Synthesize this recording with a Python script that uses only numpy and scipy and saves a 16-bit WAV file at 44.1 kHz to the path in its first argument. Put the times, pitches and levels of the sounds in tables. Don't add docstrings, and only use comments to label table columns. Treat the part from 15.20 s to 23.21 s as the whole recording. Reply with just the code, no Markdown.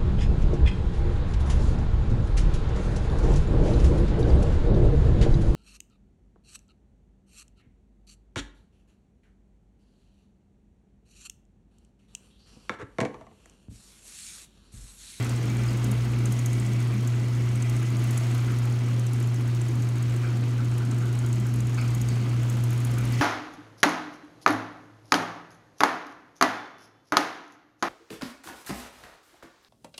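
import sys
import numpy as np
from scipy import signal
from scipy.io import wavfile
from scipy.ndimage import uniform_filter1d

SR = 44100
rng = np.random.default_rng(int(sys.argv[2]) if len(sys.argv) > 2 else 0)


def voltage_ratio(level):
    return 10 ** (np.asarray(level, float) / 20)


def waveform_to_disk(signal):
    frames = np.transpose(np.atleast_2d(signal))
    scaled = np.clip(frames, -1, 1) * 32767
    samples = np.round(scaled).astype(np.int16)
    wavfile.write(sys.argv[1], SR, samples)


N = 353241
T = np.arange(N) / SR
PULL_HZ = 119.957

# time in seconds, beats of shaft order four
# against the pull, level of that order in dB.
ROTOR_LAG = [(-.15, 0, -55), (.3, 1.55, -52), (1.03, 4, -41), (1.615, 6, -51), (1.914, 7, -44),
             (2.844, 10, -52), (3.771, 13, -49), (4.32, 15, -52), (4.909, 17, -47), (5.483, 19, -53),
             (5.834, 20, -63), (6.147, 21, -38), (6.426, 22, -55), (6.925, 24, -43), (7.74, 27, -45),
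             (8.25, 29, -55)]
# time in seconds, drag in the track in dB, load on the bearings in dB.
ROLLER_DRAG = [(0, -43, -42), (.2, -44.5, -53), (.45, -44, -47.5), (.7, -43.5, -56), (1.05, -46.5, -49),
               (1.4, -46.5, -45), (1.9, -46, -53), (2.4, -47, -46.5), (3.06, -43.5, -50), (3.7, -46.5, -55),
               (4.6, -47, -56), (5.05, -46.5, -56), (5.5, -47, -57), (6.45, -47.5, -57), (6.58, -45, -54),
               (6.75, -46, -54), (7.75, -44.5, -58), (8.01, -44, -38)]


def motor():
    # time in seconds, hum level in dB.
    hum = [(0, -26), (0.03, -24), (0.07, -30.3), (0.12, -25), (0.2, -26.5), (0.35, -24.5), (0.6, -24.5),
           (1, -24), (1.5, -24), (2, -24), (3, -23.5), (4, -23.8), (5, -24.2), (6, -24), (7, -24),
           (7.5, -23.3), (8.01, -24.5)]
    pull_multiples = [0, 0, 0, 0, 0, 0, 0, 0, 0, 1, 1, 1, 1, 2, 3, 4, 6]
    shaft_orders = [1, 2, 5, 7, 9, 11, 14, 15, 18, -1, 4, 5, 9, 0, 0, 0, 0]
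    # line level in dB (orders 2 and 7: relative to the frame shake), wavering in dB.
    motor_lines = [(-66, 1), (-1.5, 1.2), (-51.5, 1.2), (-2, 1.5), (-47.5, 2), (-59, 2), (-63, 2), (-65, 2),
                   (-66, 2), (-53, 1.5), (-53, 2), (-58, 2), (-63, 2), (-46.1, 1), (-50.5, 1), (-69, 1.5),
                   (-67, 1)]
    pull = 2 * np.pi * PULL_HZ * T
    shaft = 2 * np.pi * shaft_turns()
    out = voltage_ratio(curve(hum, axis=1)) * np.cos(pull)
    out += voltage_ratio(curve(ROTOR_LAG, axis=2)) * np.cos(4 * shaft)
    second_db, seventh_db, rumble_db = shakes()
    shake_db = {2: second_db + 1.7 * wander(3.0), 7: seventh_db}
    for multiple, order, (db, waver_db) in zip(pull_multiples, shaft_orders, motor_lines):
        load_db = shake_db.get(order, 1.3 * rumble_db * (multiple == 0))
        start = 2 * np.pi * rng.random() if order else np.pi * (multiple - 1)
        angle = multiple * pull + order * shaft + start + 0.13 * waver_db * wander(3.5)
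        out += voltage_ratio(db + load_db + waver_db * wander(4.1)) * np.cos(angle)
    return np.sqrt(2) * out


def shaft_turns():
    lag = uniform_filter1d(curve(ROTOR_LAG, axis=1), size=6000)
    return (PULL_HZ * T - lag) / 4


def shakes():
    # time in seconds, how much the frame shakes with the shaft in dB.
    frame_shake = [(0, -50), (.35, -45), (.85, -40), (1.5, -53), (2.3, -50), (2.8, -50), (3.3, -52),
                   (3.8, -58), (4.6, -56), (5, -53), (6, -48), (6.7, -47), (7, -48), (7.6, -53), (7.8, -46),
                   (8.01, -45)]
    shake = curve(frame_shake, axis=1)
    sway = shake - shake.mean()
    jolt = jolts()
    jolt_swing = jolt - jolt.mean()
    second_db = shake + 0.13 * jolt_swing
    seventh_db = -49 + 0.17 * sway + jolt
    rumble_db = 0.27 * sway + 0.1 * jolt_swing
    return second_db, seventh_db, rumble_db


def jolts():
    # time in seconds, lift above the steady shake in dB.
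    shake_jolts = [(0, 4), (.27, 10), (.43, 13), (.52, 11), (.7, 15.5), (.95, 2), (1.09, 16), (1.37, 18),
                   (1.5, 17), (1.76, 18.5), (2.05, 12), (2.35, 12), (2.74, 11), (2.88, 8), (3.3, 8.5),
                   (3.55, 1), (3.75, 5), (4.7, 4), (5.42, -5), (5.7, 5), (6.2, 12), (6.4, 9.5), (6.8, 13),
                   (7.02, 10), (7.35, 9), (7.79, 7), (7.92, 5)]
    width_s = 0.062
    return np.max([db * np.exp(-((T - s) / width_s) ** 2) for s, db in shake_jolts], axis=0)


def chain():
    # frequency in Hz, width in Hz, level in dB.
    link_modes = [(3000, 900, -22), (4000, 700, -20), (6200, 800, -3), (6850, 650, -1), (7600, 800, -4),
                  (8540, 800, -3)]
    # frequency in Hz, width in Hz, level in dB.
    link_top_modes = [(9800, 1000, -2), (11000, 800, 0), (11900, 900, -3), (13400, 1500, -10),
                      (14900, 1300, -14)]
    spread = 1.3
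    tilt_db = 2.5
    lowest_top_hz = link_top_modes[0][0]
    rows = [(s - .001, db - .6, bright_db + 10.0, .024) for s, db, bright_db in ticks()]
    lower = [(f, w * spread, db) for f, w, db in link_modes]
    upper = [(f, w * spread, db + tilt_db * np.log2(f / lowest_top_hz)) for f, w, db in link_top_modes]
    return strikes(rows, lower, upper, scatter_db=1.5, rise=.0035, snap=6., size=1500)


def ticks():
    # time in seconds, peak in dB, brightness in dB.
    slack = [(0, -34, -18), (.55, -38.5, -19), (.88, -48, -10), (1.4, -32.5, -19), (1.8, -44, -11),
             (2, -44, -31), (2.55, -33.5, -19), (3.1, -41, -14), (3.5, -36.5, -17), (3.7, -47, -18),
             (3.9, -29.5, -16), (4.1, -41, -12), (4.7, -36, -16), (5.15, -44, -17), (5.9, -37, -16),
             (6.7, -34, -17.5), (7.03, -44, -19), (7.45, -36, -10.5)]
    # time in seconds, peak in dB, brightness in dB.
    loud_ticks = [(0.044, -33, -14), (0.641, -31.5, -11.5), (0.713, -31.5, -10.5), (1.054, -25.5, -19),
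                  (1.121, -28.5, -14), (1.189, -27.5, -22), (1.2575, -24.5, -15), (1.3285, -30.5, -16),
                  (1.872, -29, -18), (2.353, -33, -18), (2.421, -28.5, -21), (2.4946, -31, -15),
                  (2.838, -40, -5), (2.9063, -34, -9), (2.974, -25.5, -12), (3.145, -41, -6), (3.793, -33, -14),
                  (3.931, -35, -10), (4.413, -29, -22), (5.579, -34.5, -12), (5.711, -31, -26),
                  (5.9877, -33, -14), (6.126, -30, -19), (6.337, -39, -4), (6.402, -31, -16),
                  (6.7466, -30.5, -13), (6.813, -29, -14), (6.885, -28.5, -19), (7.296, -33, -12),
                  (7.647, -31.5, -7.5)]
    count, seat_phase, jitter_s = 116, .27, 0.0016
    level_scatter_db, bright_scatter_db = 1.5, 2.5
    luck = rng.standard_normal((count, 5)).T
    s = np.interp(np.arange(count) + seat_phase, shaft_turns() / 2, T) + jitter_s * luck[0]
    at, peak_db, bright_db = np.transpose(slack)
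    db = np.interp(s, at, peak_db)
    bright = np.interp(s, at, bright_db)
    seats = np.c_[s, db + level_scatter_db * luck[1], bright + bright_scatter_db * luck[2]]
    trails = np.c_[s + 0.025, db - 1.5 - 1.5 * luck[3], bright + bright_scatter_db * luck[4]]
    plain = np.r_[seats, trails[luck[3] > .4]]
    near_loud = abs(plain[:, :1] - np.transpose(loud_ticks)[0]).min(axis=1) < .012
    plain[:, 1] -= 60 * near_loud
    return np.r_[plain, loud_ticks]


def panels():
    # frequency in Hz, density in dB per Hz.
    rumble_spectrum = [(20, -33), (40, -26), (60, -8), (80, -15), (100, -9.5), (150, -11), (175, -8.5),
                       (187, -10.5), (207, -8.5), (222, -7), (265, -8), (350, -8), (368, -15), (700, -29)]
    low = noise(rumble_spectrum, size=8192, patchy_db=1.1, flicker_db=.3)
    deep = signal.sosfilt(signal.butter(4, 82, fs=SR, output="sos"), low)
    body = signal.sosfilt(signal.butter(4, 82, "high", fs=SR, output="sos"), low)
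    second_db, seventh_db, rumble_db = shakes()
    mode = resonate(rng.standard_normal(N), hz=209.0, width=14.5)
    out = voltage_ratio(0.61 * second_db - 21.5) * evened(deep)
    out += voltage_ratio(rumble_db + 1.5 * wander(7.9) - 39.5) * evened(body)
    return out + voltage_ratio(seventh_db - 13.0) * evened(mode)


def rollers():
    # frequency in Hz, density in dB per Hz.
    roar_spectrum = [(240, -42), (400, -5), (576, -11.5), (666, -6), (794, -9), (1120, -8), (1220, -8),
                     (1470, -8.5), (1840, -12), (2050, -10.5), (3200, -14), (3510, -18.5), (4460, -19),
                     (4800, -20.5), (6240, -41), (10600, -120)]
    # frequency in Hz, width in Hz, level in dB.
    track_modes = [(334, 8, -56), (405, 10, -62), (435, 10, -62), (526, 10, -63), (555, 8, -66),
                   (655, 6, -65), (687, 4, -65), (844, 20, -65), (961, 15, -66), (1197, 30, -62),
                   (1323, 20, -65)]
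    drag_db = curve(ROLLER_DRAG, axis=1)
    roar = noise(roar_spectrum, size=1024, patchy_db=1.0, flicker_db=1.63)
    rings = grit_rings(track_modes)
    return voltage_ratio(drag_db + 1.11) * roar + voltage_ratio(drag_db - drag_db.mean()) * rings


def bearings():
    # frequency in Hz, width in Hz, level in dB.
    whirr_modes = [(2020, 110, 0), (2260, 200, -1), (2650, 450, -4), (3200, 250, -8)]
    return voltage_ratio(curve(ROLLER_DRAG, axis=2) - 3.5) * evened(grit_rings(whirr_modes))


def chain_hiss():
    # frequency in Hz, density in dB per Hz.
    hiss_spectrum = [(2060, -21), (3500, -5.5), (4510, -5), (4970, -10), (5220, -2), (5860, -4.5),
                     (6610, -2), (7230, -7), (8360, -8), (10500, -12.5), (11300, -14), (14500, -18),
                     (16000, -20)]
    drag_db, load_db = curve(ROLLER_DRAG, axis=1), curve(ROLLER_DRAG, axis=2)
    hiss_db = -52 + 0.78 * (drag_db - drag_db.mean()) + 0.24 * (load_db - load_db.mean())
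    return voltage_ratio(hiss_db + 0.43) * noise(hiss_spectrum, size=256, patchy_db=1.9, flicker_db=2.5)


def hinges():
    # start in seconds, peak in dB, upper share in dB, t60 in seconds.
    hinge_clanks = [(0.0505, -29.5, -3, 0.27), (0.2832, -43, 13, 0.38), (0.3287, -39, 9, 0.3),
                    (0.387, -34, 0.5, 0.3), (0.9308, -35.5, 5, 0.4), (1.7213, -49, 17, 0.29),
                    (2.426, -47, 15, 0.45), (3.2732, -29, -8, 0.22), (5.031, -26.5, -7, 0.29),
                    (5.0788, -42, -5, 0.5), (5.385, -29, -38, 0.2), (5.5992, -33, -26, 0.4),
                    (5.718, -35, -21, 0.31), (5.8117, -29.5, -23, 0.51), (6.028, -32, -14, 0.26),
                    (6.2476, -31, -17, 0.21), (6.5761, -23, -1, 0.14), (6.6094, -40, 8, 0.4),
                    (6.639, -32, -3, 0.26), (7.7673, -27.5, -3, 0.27), (7.9627, -66, 14, 0.4)]
    # start in seconds, peak in dB, upper share in dB, t60 in seconds.
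    pin_scrapes = [
        (.481, -44, 6, .03),
        (6.577, -41, -3, .3),
        (6.88, -43, -12, .6),
        (7.92, -43, -3, .3),
    ]
    # frequency in Hz, width in Hz, level in dB.
    hinge_modes = [(1380, 190, 0), (1530, 170, -2)]
    hinge_top_modes = [(2250, 190, 0), (2460, 200, -1)]
    pin_modes = [(4550, 400, 0)]
    pin_top_modes = [(4900, 300, -2), (5200, 350, 0)]
    spread = 2.1
    lower = [(f, w * spread, db) for f, w, db in hinge_modes]
    upper = [(f, w * spread, db) for f, w, db in hinge_top_modes]
    clanks = strikes(hinge_clanks, lower, upper, scatter_db=1, rise=.003, snap=14., size=12000)
    scrapes = strikes(pin_scrapes, pin_modes, pin_top_modes, scatter_db=3, rise=.006, snap=0, size=12000)
    return voltage_ratio(-8.0) * clanks + scrapes


def garage(x):
    # frequency in Hz, t60 in seconds.
    room_decay = [(500, 0.34), (2000, 0.36), (8000, 1), (15000, 0.15)]
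    taps = np.zeros(SR // 2)
    at = np.arange(200, len(taps) - 20, 20)
    taps[at + rng.integers(0, 20, len(at))] = rng.choice([-1., 1.], len(at))
    hz, t, z = signal.stft(taps, SR, nperseg=256)
    decay = voltage_ratio(-60 * t / read(room_decay, hz)[:, None])
    tail = signal.istft(z * decay, SR, nperseg=256)[1]
    return signal.fftconvolve(x, tail / np.linalg.norm(tail))[:N]


def strikes(rows, lower, upper, scatter_db, rise, snap, size):
    t = np.arange(size) / SR
    out = np.zeros(N + size)
    for s, db, upper_db, t60 in rows:
        swell_and_decay = np.where(t < rise, (t / rise) ** 2, voltage_ratio(-60 * (t - rise) / t60))
        rattle = rng.standard_normal(size) * swell_and_decay
        rattle[round(rise * SR)] += snap * rng.random()
        both = ring(rattle, lower, scatter_db) + voltage_ratio(upper_db) * ring(rattle, upper, scatter_db)
        out[round(s * SR):][:size] += voltage_ratio(db) * both
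    return out[:N]


def ring(rattle, modes, scatter_db):
    luck = scatter_db * rng.standard_normal(len(modes))
    sign = (-1) ** np.arange(len(modes))
    out = sum(e * voltage_ratio(g + u) * resonate(rattle, f, w) for (f, w, g), u, e in zip(modes, luck, sign))
    return out / abs(out).max()


def grit_rings(modes):
    grit = rng.standard_normal(N)
    return sum(voltage_ratio(db) * evened(resonate(grit, f, w)) for f, w, db in modes)


def resonate(x, hz, width):
    b, a = signal.iirpeak(hz, hz / width, SR)
    return signal.lfilter(b, a, signal.lfilter(b, a, x))


def noise(spectrum, size, patchy_db, flicker_db):
    frames, hz = 4 * N // size + 5, np.fft.rfftfreq(size, 1 / SR)
    a, b, patches = rng.standard_normal((frames, len(hz), 3)).T
    patches = evened(uniform_filter1d(uniform_filter1d(patches, size=8, axis=0), size=8, axis=1))
    inside = (hz > spectrum[0][0]) & (hz < spectrum[-1][0])
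    flicker = flicker_db * rng.standard_normal(frames)
    z = (a + 1j * b) * voltage_ratio(read(spectrum, hz)[:, None] + patchy_db * patches + flicker)
    return evened(signal.istft(z * inside[:, None], nperseg=size, noverlap=3 * size // 4)[1][:N])


def wander(top_hz):
    steps = rng.standard_normal(int(N / SR * 40) + 3)
    smooth = signal.filtfilt(*signal.butter(2, min(top_hz / 20, .9)), steps)
    return np.interp(T * 40, np.arange(len(steps)), evened(smooth))


def curve(rows, axis):
    columns = np.transpose(rows)
    return np.interp(T, columns[0], columns[axis])


def read(points, hz):
    f, value = np.transpose(points)
    return np.interp(np.log(hz + 1), np.log(f + 1), value)


def evened(x):
    return x / np.sqrt(np.mean(x ** 2) + 1e-20)


def scene():
    links, clanks = chain(), hinges()
    drive = motor() + panels() + rollers() + bearings() + chain_hiss()
    room = garage(voltage_ratio(-12) * links + voltage_ratio(-10.0) * clanks)
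    return (drive + links + clanks + room)[None]


def low_pass(x):
    return signal.sosfilt(signal.butter(12, 15890, fs=SR, output="sos"), x)


def record(dry):
    lowpass = signal.firwin(801, 15890, window=("kaiser", 9), fs=SR)
    limited = signal.oaconvolve(dry, lowpass[None], "same")
    return low_pass(limited)


dry = scene()
out = record(dry)
waveform_to_disk(out)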